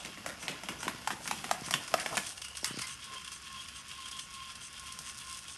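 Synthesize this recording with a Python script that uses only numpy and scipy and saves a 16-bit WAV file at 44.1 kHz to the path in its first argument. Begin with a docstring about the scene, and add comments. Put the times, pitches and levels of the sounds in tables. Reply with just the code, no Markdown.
"""A small battery toy robot walks over a hardwood floor, its plastic feet clacking, then onto a rug that mutes them.
Each footfall is damped ringing tones plus short noise bursts: floorboard, plastic shell and loose parts.
Its motor whines at the rate of the gear teeth; tooth ticks and noise through resonances make rattle and scrape.
Legs scuff and drag, gears catch and joints squeak. Soft sinking-pitch bumps sound close by.
A living room answers with fading noise tails, over low room noise and a faint hum."""
import sys
import numpy as np
from scipy import signal
from scipy.fft import rfft, irfft, next_fast_len
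from scipy.io import wavfile
from scipy.ndimage import map_coordinates

SR = 44100
rng = np.random.default_rng(int(sys.argv[2]) if len(sys.argv) > 2 else 0)


def waveform_to_disk(signal):
    """Save audio, clipped to [-1, 1], as 16-bit WAV at the path in sys.argv[1]."""
    frames = np.transpose(np.atleast_2d(signal))
    scaled = np.clip(frames, -1, 1) * 32767
    samples = np.round(scaled).astype(np.int16)
    wavfile.write(sys.argv[1], SR, samples)


N = 245637

# Levels are in dB; most functions add their own offset to them.
# Foot and leg contacts: (time [s], overall level [dB], floorboard [dB], plastic shell [dB], snap [dB],
# rattle [dB], floor boom [dB], lower board tone [Hz], upper board tone [Hz], clack pitch [Hz],
# hardness of the contact as a treble limit [Hz])
FOOTFALLS = [(.048,-27.5,-22,-7.5,-9.5,-3,-47,786,1310,2390,4500),
             (.173,-36.5,-11,-4.5,-29,-16,-50,600,1240,2050,4020),
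             (.261,-22.5,-10,-7.5,-10.5,-5,-48,550,696,1900,2400),
             (.426,-29.5,-20,-10.5,-10.5,0,-49,500,1150,2580,3500),
             (0.4803,-16.5,-20.5,-7,-19,-13,-42,700,1140,3680,7500),
             (.634,-30,-10.5,-9,-9,-19,-53,620,920,2240,4070),
             (0.6858,-15.5,-20.5,-13,-21,-6,-43,780,1140,2200,3320),
             (.829,-27.5,-6.5,-9.5,-7,-1.5,-42,894,1400,3100,5000),
             (.879,-13.5,-11.5,-13,-22,-13,-38.5,1007,1520,1940,3400),
             (1.073,-19.5,-4.5,-10.5,-10.5,-10.5,-52,880,1363,2070,2580),
             (1.104,-20.5,-10.5,-8.5,-24,-7.5,-41.5,785,1280,1580,2980),
             (1.255,-35,-4.5,-10,-15,-1,-57,1000,1380,2400,4000),
             (1.275,-22,-19,-10.5,-8,-2,-47,890,1430,2560,5000),
             (1.31,-14.5,-11,-14,-15.5,-12,-47,874,1075,2410,4800),
             (1.441,-18.5,-17.5,-14.5,-17.5,-5,-43,755,1310,1640,3800),
             (1.491,-31,-6.5,-14,-20,-9,-58,740,1300,1900,2980),
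             (1.511,-13,-6,-14,-13.5,-21,-45,710,1254,1870,2780),
             (1.683,-29,-9.5,-11,-16,-10,-64,1050,1360,1900,3500),
             (1.708,-12,-20.5,-20.5,-13.5,-15,-42.5,680,1170,1900,3200),
             (1.738,-6.5,-18,-12,-19,-25,-36,1070,1460,3120,4400),
             (1.939,-7.5,-8.5,-25,-26,-21.5,-40,697,1253,2470,4170),
             (2.06,-19.5,-12,-7.5,-16,-18,-46,730,1070,1760,4000),
             (2.169,-13,-15.5,-14,-10,-7,-37,720,1140,2460,4500),
             (2.176,-13,-17,-10.5,-20,-14,-46,970,1480,2140,4000),
             (2.643,-12,-26.5,-12.5,-11,-12,-58,910,1420,4840,7000),
             (2.791,-23.5,-17,-13.5,-16,-3,-62,1050,1380,2600,6000),
             (4.988,-18.5,-33,-29,-14.5,-10,-53,915,1410,3270,5030)]
# Gear teeth and links catching: (time [s], level [dB], housing [dB], treble [dB], rise [s])
GEAR_CATCHES = [(0.802,-29.5,-25,-10,.004), (1.386,-28,-20,-14,0.00092), (1.66,-31,-22,-2,0.0032),
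                (1.725,-30,-4,-3,0.00089), (1.877,-26.5,-17,-8,0.00082), (1.997,-27.5,-10,-1,.002),
                (2.152,-33,-2,-2,.003), (2.259,-28.5,-13,-0.5,.009), (2.3,-30.5,-16,-5,.003),
                (2.373,-30,-9.5,-6,0.0057), (2.416,-28,-7,-4,0.0033), (2.439,-24.5,-36,-8.5,0.01),
                (2.482,-34.5,-13,-2,0.0011), (2.55,-36,-4,-9,.003), (2.568,-27.5,-12,-4.5,0.0044),
                (2.654,-22,-16,-13,0.0026), (2.785,-29.5,-8,-0.5,0.0051), (2.811,-22.5,-15,-6,.008),
                (2.819,-23,-17,-11,0.00088), (2.868,-31,-24,-1,0.0024), (3.043,-35,-10,-7,.003),
                (3.134,-30,-13,-7.5,0.0046), (3.244,-31,-11,-7,0.0033), (3.275,-29,-10,-8,0.0025),
                (3.3167,-33.5,-12,-1.5,.003), (3.683,-31.5,-8.5,-5.5,0.0033), (3.91,-31.5,-7,-11,0.0048),
                (4.0544,-29.5,-14,-8,.004), (4.077,-30,-18,-7,0.0065), (4.1113,-35.5,-9,2.5,0.0031),
                (4.164,-36,-10,-3,0.0047), (4.191,-30.5,-6.5,-2.5,0.0038), (4.339,-36,-5,-6,0.0097),
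                (4.503,-32,-23.5,-16,0.0035), (4.552,-33.5,-12,-4.5,0.0019), (4.866,-38.5,-16,0,0.0036),
                (5.0942,-30.5,-13,-7,0.0032), (5.479,-38.5,-5,1.5,0.0034)]
# Soft bumps: (time [s], level [dB], nominal pitch [Hz], time to fall 60 dB [s])
SOFT_BUMPS = [(.497,-35,270,0.039), (.703,-34.5,260,0.034), (.868,-27,292,0.027), (0.947,-32,171,.026),
              (1.130,-35.5,228,0.047), (1.618,-31,215,0.029), (1.678,-31.5,189,0.026),
              (2.122,-29,173,0.022), (2.404,-42,400,.015), (2.63,-28.5,410,0.022), (2.674,-43,199,0.037),
              (2.708,-28.5,268,0.023), (2.742,-31.5,217,0.023), (2.773,-28.5,240,.028),
              (2.795,-32,211,0.023)]
# Ringing tones of the plastic shell: (nominal pitch [Hz], level [dB], time to fall 60 dB [s])
SHELL_MODES = [(1870, -0.5, 0.025), (2165, 2.5, 0.0087), (2760, 8, 0.0049), (3070, -12.5, 0.03),
               (3670, -3, 0.015), (4140, -7, 0.0076), (4670, -9, 0.01)]
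# Resonances of the gearbox: (centre [Hz], width [Hz], level [dB])
GEARBOX_PEAKS = [(1048, 160, -1), (1434, 134, -1.5), (1716, 137, -4.5), (2120, 270, -4.5), (2662, 410, 1),
                 (3050, 770, -3), (5050, 800, -4)]
# Resonances of the motor housing: (centre [Hz], width [Hz], level [dB])
HOUSING_PEAKS = [(2780, 250, -3.5), (3106, 146, 1), (3280, 290, 0), (4980, 190, -12)]
# Resonances of the slot a leg slides in: (centre [Hz], width [Hz], level [dB])
SLOT_PEAKS = [(6020, 440, 1), (6680, 370, -0.99), (7500, 500, -2.2), (8700, 1100, -0.36), (9620, 320, 0.16)]
# Low resonances of the whole floor: (centre [Hz], width [Hz], level [dB])
FLOOR_PEAKS = [(171, 51, 0), (300.5, 43, 3.5), (557, 440, -6)]
# Tone colour of the gear rattle: (frequency [Hz], level [dB])
RATTLE_COLOUR = [(500, -69), (900, 1), (1050, 1.5), (1600, 7), (3400, 0), (4000, 0), (5200, 1.5), (7000, 8),
                 (12000, -7)]
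# Tone colour of the linkage scrape: (frequency [Hz], level [dB])
SCRAPE_COLOUR = [(2500, -16), (4200, -2), (5100, 3.5), (6200, 3), (7300, -2), (8700, 4), (10200, -0.5),
                 (11600, -8)]
# Tone colour of the snap in a footfall: (frequency [Hz], level [dB])
SNAP_COLOUR = [(1500, -14), (4000, -5.5), (5600, 4), (7200, 0.5), (9000, -0.5), (11500, -4.5)]
# Tone colour of the deep floor rumble: (frequency [Hz], level [dB])
RUMBLE_COLOUR = [(30, -54), (90, -22), (140, 1.5), (195, 4), (300, -4.5), (450, -11), (800, -16)]
# Tone colour of the floor buzz: (frequency [Hz], level [dB])
BUZZ_COLOUR = [(200, -8.5), (420, 2.5), (720, 7), (1000, 4.5), (1400, -1), (2500, -25)]
# Tone colour of the room noise: (frequency [Hz], level [dB])
AIR_COLOUR = [(22, -21), (45, -6), (60, 1.5), (70, 1), (90, -1.5), (130, -2), (250, -23), (600, -24.5),
              (3000, -18.5), (12000, -37)]
# Tone colour of the room's answer: (frequency [Hz], level [dB])
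ECHO_COLOUR = [(60, -9), (130, -0.5), (220, -34), (420, -12.5), (700, -4), (1500, -2.5), (4000, 1.5),
               (11000, 3)]
# How long the room's answer lasts: (frequency [Hz], time to fall 60 dB [s])
ECHO_DECAY = [(150, 1), (600, 0.58), (2500, 0.35), (6000, 0.18), (11000, 0.27)]
# Each stride starts as a leg slides back in its slot:
# (time [s], scuff level [dB], extra strain that lifts the rubbing [dB])
STRIDE_STARTS = [(-.03, -55, -13), (0.393, -51, 7), (0.789, -48, -15), (1.219, -50, -9), (1.641, -48, -2.5),
                 (1.989, -55, 13.5), (2.649, -57, -11), (2.873, -46.5, 6), (3.309, -50.5, 5),
                 (3.743, -51, 4), (4.177, -49, -1), (4.606, -48, -2.5), (5.04, -48, 5), (5.478, -49, -2)]
# Every turn of the crank works the links: (time into the stride [s], rubbing [dB])
CRANK_RUBBING = [(.02,3),(.09,-5.5),(.16,2.5),(.21,-1.5),(.27,2),(.345,1),(.364,-9),(.38,-1.5),(.41,-4)]
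# Motor speed before small drifts, sagging under load: (time [s], tooth rate [Hz])
TOOTH_RATE = [(2.78, 1057), (2.8, 1082), (2.83, 1028), (2.91, 1095), (3.02, 1095), (3.27, 1032),
              (3.29, 1083), (3.46, 1104), (3.47, 1081), (3.64, 1049), (3.66, 1080), (3.88, 1105),
              (3.91, 1040), (3.99, 1067), (4.04, 1043), (4.12, 1088), (4.19, 1045), (4.27, 1087),
              (4.49, 1055), (4.78, 1088), (4.99, 1040), (5.02, 1076), (5.16, 1080), (5.17, 1036),
              (5.2, 1112), (5.23, 1062), (5.41, 1055), (5.44, 1098), (5.55, 1094), (5.57, 1120)]
# Loudness of the drive as the toy moves about:
# (time [s], gear rattle [dB], housing ring [dB], linkage scrape [dB])
DRIVE_LEVELS = [(0.0, -54, -47, -50), (0.31, -53.5, -62.5, -73), (0.74, -53, -59, -72.5),
                (0.88, -50.5, -50.5, -61), (1.16, -55, -60, -51), (1.3, -52, -50.5, -50),
                (2.11, -51, -58.5, -48), (2.28, -60, -56.5, -49), (2.45, -60.5, -72, -56),
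                (2.74, -53, -54, -47.5), (2.95, -53.5, -55, -54.5), (3.99, -54.5, -54.5, -54),
                (4.78, -54.5, -53.5, -51), (5.18, -54, -56, -49.5), (5.57, -55.5, -54.5, -49.5)]
# Motor shaking the floor: (time [s], rumble [dB], buzz [dB])
FLOOR_SHAKE = [(0, -54, -58), (1.15, -50.5, -60), (1.35, -45.5, -56), (1.77, -53, -60),
               (2.15, -46.5, -45.5), (2.27, -64, -63.5), (2.9, -58.5, -71.5), (5.57, -58, -71)]
# Dry leg joints squeak: (time [s], length [s], pitch [Hz], width [Hz], level [dB])
JOINT_SQUEAKS = [(0,0.25,2710,170,-61), (.386,0.07,5900,170,-54), (.783,0.035,5900,170,-53),
                 (1.634,.034,5860,170,-50), (2.413,.07,2830,90,-49.5), (2.48,.1,2900,91,-54),
                 (2.615,.028,5450,200,-52), (2.648,0.12,3045,250,-48.5), (2.654,0.037,8700,350,-41),
                 (2.809,.061,2074,130,-46), (3.16,0.037,3188,119.7,-48), (3.57,0.051,3260,120,-48),
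                 (4.02,.088,3200,120,-52), (4.116,0.064,3270,150,-48), (4.183,.02,3190,150,-45)]
# The motor strains as the legs push the body up:
# (time of the hardest point [s], rise [s], fall [s], strain [dB])
BODY_PUSHES = [(2.83,0.046,.05,-4), (2.91,.061,0.054,-6.5), (3.14,0.096,0.1,0.5), (3.21,.03,.04,-5),
               (3.282,0.019,0.017,-2), (3.325,0.021,0.037,-7), (3.565,0.12,0.09,-0.5),
               (3.781,0.045,.045,-7.5), (3.859,0.023,0.024,-7), (4.004,0.076,0.059,-0.5),
               (4.07,0.048,0.06,-4), (4.168,.059,0.053,-2), (4.24,.03,0.044,-6.5), (4.45,0.16,0.046,2),
               (4.495,.02,0.039,-1.5), (4.885,.12,0.1,-2), (5.015,0.027,0.024,-7.5),
               (5.095,0.051,0.021,-0.5), (5.315,.11,.1,-0.5)]
# Feet drag over the floor: (time [s], length [s], centre [Hz], width [Hz], level [dB])
FOOT_DRAGS = [(1.971,0.07,1780,1200,-42), (2.665,.06,1350,900,-47), (2.716,0.174,4850,1200,-49),
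              (2.722,0.195,1650,1820,-54.5), (3.086,0.1,450,600,-60)]

TEETH = 8  # on the motor's pinion (small gear)
TOP_HZ = 11950  # upper limit of the final sound
STRIDE_S, SLIDE_S = 0.43, 0.084  # one turn of the crank; length of the scuff
WHINE_WOOD_DB, WHINE_RUG_DB = -62.5, -50.5  # the pile makes the motor work harder
RUG_EDGE_S, ON_RUG_S = 2.4, 2.8  # the front feet reach the rug; all feet are on it
CLOSE_S = .75  # the toy is farther off, and more of the room is heard, until then
CONTACT_LAG_S = 0.000989  # every footfall's knock and clack sound this long after its table time


def amp(db):
    """Turns decibels into a gain."""
    return 10 ** (np.asarray(db) / 20)


def unit(x):
    """Scales a sound to an average (rms) strength of 1."""
    return x / np.sqrt(np.mean(x ** 2) + 1e-20)


def along(points, hz):
    """Reads (frequency, value) points on a logarithmic frequency axis."""
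    f, v = np.transpose(points)
    return np.interp(np.log(hz + 1), np.log(f + 1), v)


def curves(rows):
    """Joins the points of each column after the time by straight lines, one value per sample."""
    s, *cols = np.transpose(rows)
    return [np.interp(np.arange(N) / SR, s, c) for c in cols]


def wobble(rate):
    """A smooth random curve through `rate` random points a second."""
    knots = rng.standard_normal(int(N * rate / SR) + 4)
    return map_coordinates(knots, [np.arange(N) * rate / SR])


def filtered(x, response):
    """Multiplies each frequency in x by a gain, which may also shift its phase."""
    m = next_fast_len(len(x) + 8192)
    return irfft(rfft(x, m) * response(np.fft.rfftfreq(m, 1 / SR)), m)[:len(x)]


def coloured(x, spectrum):
    """Gives x a tone colour, at rms 1."""
    return unit(filtered(x, lambda hz: amp(along(spectrum, hz))))


def resonant(x, peaks):
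    """Sends x through a set of resonances with alternating signs, at rms 1."""
    def response(f):
        total = 0
        for k, (centre, width, db) in enumerate(peaks):
            peak = 1j * f * width / (centre * centre - f * f + 1j * f * width)
            total = total + (-1) ** k * amp(db) * peak
        return total
    return unit(filtered(x, response))


def add(track, s, sound):
    """Mixes a sound into the track at time s."""
    start = max(round(s * SR), 0)
    track[start:start + len(sound)] += sound[:max(N - start, 0)]


def burst(t, t60):
    """Noise that dies away by 60 dB in t60 seconds."""
    return rng.standard_normal(len(t)) * amp(-60 * t / t60)


def slips(rate_hz=135, depth_db=12):
    """Uneven stick and slip: a gain that jumps up at each slip and dies away."""
    slip_rate = rate_hz * amp(2.7 * wobble(100))
    since_slip = np.cumsum(slip_rate) / SR % 1  # 0 to 1 between slips
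    return unit(amp(-depth_db * since_slip))


def shifting(x, depth_s=.0007, rate=13):
    """Resonances of loose parts slide slightly up and down as they flex, by a wandering delay."""
    return map_coordinates(x, [np.arange(N) + depth_s * SR * wobble(rate)], mode="mirror")


def room(x):
    """The room's answer: a new random noise tail each time, with its own decay at each frequency."""
    hz, t, z = signal.stft(rng.standard_normal(SR // 2), SR, nperseg=256)
    decay = amp(-60 * t / along(ECHO_DECAY, hz)[:, None])
    onset = 1 - np.exp(-t / 0.002)
    tail = signal.istft(z * decay * onset, SR, nperseg=256)[1]
    tail = filtered(tail / np.linalg.norm(tail), lambda f: amp(along(ECHO_COLOUR, f)))
    return signal.fftconvolve(x, tail)[:len(x)]


def background(air_db=-62, hum_db=-69, hum_hz=70):
    """Low room noise with a faint hum whose phase drifts a little."""
    phase = 2 * np.pi * hum_hz * np.arange(N) / SR + .5 * wobble(4.6)
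    hum = np.sqrt(2) * np.sin(phase)
    air = coloured(rng.standard_normal(N), AIR_COLOUR)
    return amp(air_db) * air + amp(hum_db) * hum


def bumps(level_db=2, sag=2.44, sink_share=0.088, puff_db=-10):
    """Dull, padded thumps with a puff of noise; their pitch sinks as they die."""
    out, t = np.zeros(N), np.arange(SR // 8) / SR
    for s, db, hz, t60 in SOFT_BUMPS:
        sinking_hz = hz * (0.47 + sag * np.exp(-t / (sink_share * t60)))
        thump = np.sin(2 * np.pi * np.cumsum(sinking_hz) / SR)
        puff = amp(puff_db) * resonant(rng.standard_normal(len(t)), [(hz, 250, 0)])
        fade = amp(db + level_db - 60 * t / t60) * (1 - np.exp(-t / 0.0028))
        add(out, s, fade * (thump + puff))
    return out + amp(-6.0) * room(out)


def floorboards(rumble_db=-1.5, buzz_db=1):
    """The running motor shakes bare boards through the legs; the rug damps this."""
    low_db, mid_db = curves(FLOOR_SHAKE)
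    rumble = amp(low_db + rumble_db) * coloured(rng.standard_normal(N), RUMBLE_COLOUR)
    uneven = rng.standard_normal(N) * amp(6.3 * np.minimum(wobble(80), 1.5))
    buzz = amp(mid_db + buzz_db) * coloured(uneven, BUZZ_COLOUR)
    return rumble + buzz


def squeaks(room_db=-8, hoarse_db=5, flutter=.014):
    """A joint sticks and slips: a fluttering tone in a narrow, hoarse band of noise."""
    out = np.zeros(N)
    for s, length, hz, width_hz, db in JOINT_SQUEAKS:
        size = int(length * SR)
        pitch = hz * (1 + flutter * wobble(144)[:size])
        tone = np.sin(2 * np.pi * np.cumsum(pitch) / SR)
        tone = unit(tone * amp(3.7 * wobble(108)[:size]))
        rub = resonant(rng.standard_normal(SR // 2), [(hz, width_hz, 0)])[:size]
        squeak = unit(tone + amp(hoarse_db) * rub)
        add(out, s, amp(db) * squeak * signal.windows.tukey(size, .5))
    return out + amp(room_db) * room(out)


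def drags():
    """A dragging foot gives a broad, grainy rustle: noise in a band, broken up by slips."""
    out = np.zeros(N)
    for s, length, hz, width_hz, db in FOOT_DRAGS:
        size, band = int(length * SR), [(hz, width_hz, 0)]
        rustle = resonant(resonant(rng.standard_normal(size), band), band)
        add(out, s, amp(db) * rustle * signal.windows.tukey(size, .4))
    return out * slips()


def slides(level_db=-1):
    """Plastic rubs on plastic in a short, bright scuff as a leg slides in its slot."""
    t, stroke = np.arange(N) / SR, np.zeros(N)
    for s, db, _ in STRIDE_STARTS:
        progress = np.clip((t - s) / SLIDE_S, 0, 1)
        stroke += amp(db) * np.sqrt(np.clip(np.sin(np.pi * progress), 0, 1))
    return amp(level_db) * stroke * resonant(rng.standard_normal(N) * slips(), SLOT_PEAKS)


def gearbox(x):
    """The hollow plastic gearbox rings at its resonances and radiates little bass."""
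    return coloured(resonant(x, GEARBOX_PEAKS), RATTLE_COLOUR)


def catches(gear_db=-37, housing_db=-25, treble_db=-27, room_db=-7,
            housing_t60=0.019, gear_t60=0.038, treble_t60=0.052):
    """Slack in the drive takes up with a short rasp that swells and dies."""
    out, t = np.zeros(N), np.arange(SR // 2) / SR
    for s, db, housing, treble, rise_s in GEAR_CATCHES:
        after = np.maximum(t - rise_s, 0)
        swell = np.minimum(t / rise_s, 1)
        rasp = amp(gear_db) * gearbox(burst(after, gear_t60) * swell)
        rasp += amp(housing + housing_db) * resonant(burst(after, housing_t60) * swell, HOUSING_PEAKS)
        rasp += amp(treble + treble_db) * coloured(burst(after, treble_t60) * swell, SCRAPE_COLOUR)
        add(out, s, amp(db) * (rasp + amp(room_db) * room(rasp)))
    return out


def strain(idle_db=-12.5):
    """Load on the motor, about 1 in a hard push, never below that of idle running."""
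    t, load = np.arange(N) / SR, np.full(N, amp(idle_db))
    for s, rise, fall, db in BODY_PUSHES:
        offset = np.clip((t - s) / np.where(t < s, rise, fall), -1, 1)
        load = np.maximum(load, amp(db) * np.cos(np.pi / 2 * offset))
    return load


def stride_time():
    """For each sample: seconds since the present stride began, and that stride's extra strain in dB."""
    t = np.arange(N) / SR
    starts, _, extra_db = np.transpose(STRIDE_STARTS)
    now = np.maximum(np.searchsorted(starts, t) - 1, 0)
    return t - starts[now], extra_db[now]


def crank(rub_grows=0.21):
    """Rubbing in dB: every stride has the same pattern, lifted in a hard one."""
    since, extra_db = stride_time()
    return np.interp(since, *np.transpose(CRANK_RUBBING), period=STRIDE_S) + rub_grows * extra_db


def whine(load, drift_hz=3, octave_db=-17, third_db=-12, eccentric=0.1):
    """Meshing teeth sing louder under strain as the motor slows; also gives the motor shaft's turns."""
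    mesh_hz = curves(TOOTH_RATE)[0] + drift_hz * wobble(14)
    mesh_db = np.interp(np.arange(N) / SR, [RUG_EDGE_S, ON_RUG_S], [WHINE_WOOD_DB, WHINE_RUG_DB])
    turns = np.cumsum(mesh_hz * (1 + .014 * load * wobble(130))) / SR / TEETH
    tooth = 2 * np.pi * TEETH * turns
    # an off-centre pinion adds a tone higher by one shaft rate
    tone = np.sin(tooth) + eccentric * np.sin(tooth + 2 * np.pi * turns)
    tone += amp(octave_db) * np.sin(2 * tooth) + amp(third_db) * np.sin(3 * tooth)
    return amp(mesh_db) * load * unit(tone * amp(2.1 * wobble(90))), turns


def tooth_ticks(turns, scatter_db, wander, swing_db):
    """One tick per tooth, uneven in size and time (wander in s), its strength swinging once a turn."""
    at = np.flatnonzero(np.diff(np.floor(turns * TEETH)))
    size, late = rng.standard_normal((2, N // 20))[:, :len(at)]
    where = np.clip(at + np.round(late * wander * SR).astype(int), 0, N - 1)
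    tick_db = scatter_db * np.minimum(size, 2) + swing_db * np.cos(2 * np.pi * turns[at])
    return unit(np.bincount(where, amp(tick_db), N))


def drive(rattle_db=1, housing_db=0.0, scrape_db=-2.5, rattle_follows=0.21, housing_follows=1.3,
          scrape_follows=1.0, slide=1.0, room_db=-7):
    """The pinion sings at the tooth rate, rattles the gearbox and works the leg linkage."""
    load, rub_db = strain(), crank()
    tone, turns = whine(load)
    gear_db, ring_db, link_db = curves(DRIVE_LEVELS)
    # loose parts bind and free themselves, all shaken together, harder under load
    judder = 1.2 * wobble(65) + 1.43 * load - 1.2

    def teeth():
        ticks = tooth_ticks(turns, scatter_db=6.0, wander=.00022, swing_db=2.0)
        return ticks + 0.4 * rng.standard_normal(N)

    rattle = amp(gear_db + rattle_db + rattle_follows * rub_db + judder)
    rattle *= shifting(gearbox(teeth())) * slips(rate_hz=61, depth_db=2)
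    housing = amp(ring_db + housing_db + housing_follows * rub_db + judder + 0.5 * wobble(90))
    housing *= shifting(resonant(teeth(), HOUSING_PEAKS))
    friction = slide * rng.standard_normal(N) * amp(3.7 * np.cos(2 * np.pi * turns))
    link_ticks = tooth_ticks(turns, scatter_db=16.5, wander=0.00023, swing_db=-5.0)
    scrape = coloured(link_ticks + friction, SCRAPE_COLOUR)
    scrape *= amp(link_db + scrape_db + scrape_follows * rub_db + 0.73 * judder + 2.46 * wobble(140))
    whirr = rattle + housing + scrape
    return tone + whirr + amp(room_db) * room(whirr)


def booms(level_db=-13.5, joists_near_db=-8, joists_far_db=1, rise_s=0.0042):
    """The whole floor gives slowly under each footfall: low noise that swells and fades."""
    out, t = np.zeros(N), np.arange(SR // 2) / SR
    for s, _, _, _, _, _, boom_db, *_ in FOOTFALLS:
        joists_db = joists_far_db if s < CLOSE_S else joists_near_db
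        boom = coloured(burst(t, t60=0.15), RUMBLE_COLOUR)
        boom += amp(joists_db) * resonant(burst(t, t60=0.36), FLOOR_PEAKS)
        add(out, s, amp(level_db + boom_db) * boom * (1 - np.exp(-t / rise_s)) ** 2)
    return out


def board_ring(t, lower_hz, upper_hz, upper_db=-2.5, noise_db=-4, low_cut_hz=440):
    """The board's two main tones at the spot that is struck; it radiates little bass."""
    def mode(hz, t60):
        return unit(np.sin(2 * np.pi * hz * t) * amp(-60 * t / t60) * (1 - np.exp(-t / 0.0024)))

    tones = unit(mode(lower_hz, t60=0.015) - amp(upper_db) * mode(upper_hz, t60=0.012))
    middle_hz = np.sqrt(lower_hz * upper_hz)
    wood = tones + amp(noise_db) * resonant(burst(t, t60=0.025), [(middle_hz, 1000, 0)])
    return unit(signal.sosfilt(signal.butter(3, low_cut_hz, "high", fs=SR, output="sos"), wood))


def ring(modes, t, near_hz, falloff_db):
    """Fading tones; the spot that is struck favours those near one pitch."""
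    hz, db, t60 = np.transpose(modes)[:, :, None]
    size, detune, side = rng.standard_normal((3, len(modes), 1))
    level = db + 2 * size - falloff_db * abs(np.log2(hz / near_hz))
    tones = np.sin(2 * np.pi * hz * (1 + 0.061 * detune) * t)
    return np.sum(np.sign(side) * amp(level - 60 * t / t60) * tones, axis=0)


def shell_clack(t, clack_hz, hard_hz, tick_db=2, noise_db=-2, gear_db=-4):
    """A tight tick and the shell's ring; a softer contact takes the top off both."""
    tick = unit(np.sin(2 * np.pi * clack_hz * t) * amp(-60 * t / 0.005))
    grit = resonant(burst(t, t60=0.0074), [(clack_hz, 900, 0)])
    plastic = unit(ring(SHELL_MODES, t, clack_hz, falloff_db=5))
    plastic += amp(tick_db) * tick + amp(noise_db) * grit
    plastic += amp(gear_db) * gearbox(burst(t, t60=0.065))
    return unit(signal.sosfilt(signal.butter(3, min(hard_hz, SR / 3), fs=SR, output="sos"), plastic))


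def rebounds(t, rate_hz=260, t60=0.27, scatter_db=4, wait_s=0.0036):
    """Sparse, uneven kicks of loose parts bouncing after a blow, of total energy 1."""
    chance, size = rng.random(len(t)), rng.standard_normal(len(t))
    side = rng.choice([-1, 1], len(t))
    happens = (chance < rate_hz / SR) * (t > wait_s)
    kicks = happens * side * amp(scatter_db * np.minimum(size, 1.5) - 60 * t / t60)
    return kicks / (np.linalg.norm(kicks) + 1e-9)


def steps(board_db=-22.5, shell_db=-22.0, snap_db=-22, chatter_db=-17, rattle_db=-1, room_db=-6.5,
          far_db=3, board_room_db=-4.5):
    """Each footfall knocks the board, rings the shell and sets loose parts rattling."""
    out, t = np.zeros(N), np.arange(SR // 2) / SR
    for s, db, board, shell, snap, rattle, _, lower_hz, upper_hz, clack_hz, hard_hz in FOOTFALLS:
        knock = amp(board + board_db) * board_ring(t, lower_hz, upper_hz)
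        clack = amp(shell + shell_db) * shell_clack(t, clack_hz, hard_hz)
        chatter = amp(chatter_db) * burst(t, t60=0.11)
        crack = amp(snap + snap_db) * coloured(burst(t, t60=0.015) + chatter, SNAP_COLOUR)
        toy = clack * (1 - np.exp(-t / 0.00039)) + crack * (1 - np.exp(-t / 0.00045))
        # the knock and a short tap are repeated by the bouncing parts
        tap = amp(shell + shell_db) * resonant(burst(t, t60=0.0035), [(clack_hz, 1500, 0)])
        loose = amp(rattle + rattle_db) * signal.fftconvolve(knock + tap, rebounds(t))[:len(t)]
        echo = amp(room_db + far_db * (s < CLOSE_S)) * room(toy + amp(board_room_db) * knock)
        add(out, s + CONTACT_LAG_S, amp(db) * (knock + toy + loose + echo))
    return out


def scene():
    """The toy and the room, in mono."""
    surroundings = background() + bumps() + floorboards()
    legs = squeaks() + drags() + slides()
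    mechanism = catches() + drive()
    footfalls = booms() + steps()
    return (surroundings + legs + mechanism + footfalls)[None]


def record(dry):
    """A very steep low-pass filter takes away the treble above TOP_HZ."""
    def low_pass(hz):
        return 1 / np.sqrt(1 + (hz / TOP_HZ) ** 160)
    return np.array([filtered(x, low_pass) for x in dry])


dry = scene()
out = record(dry)
waveform_to_disk(out)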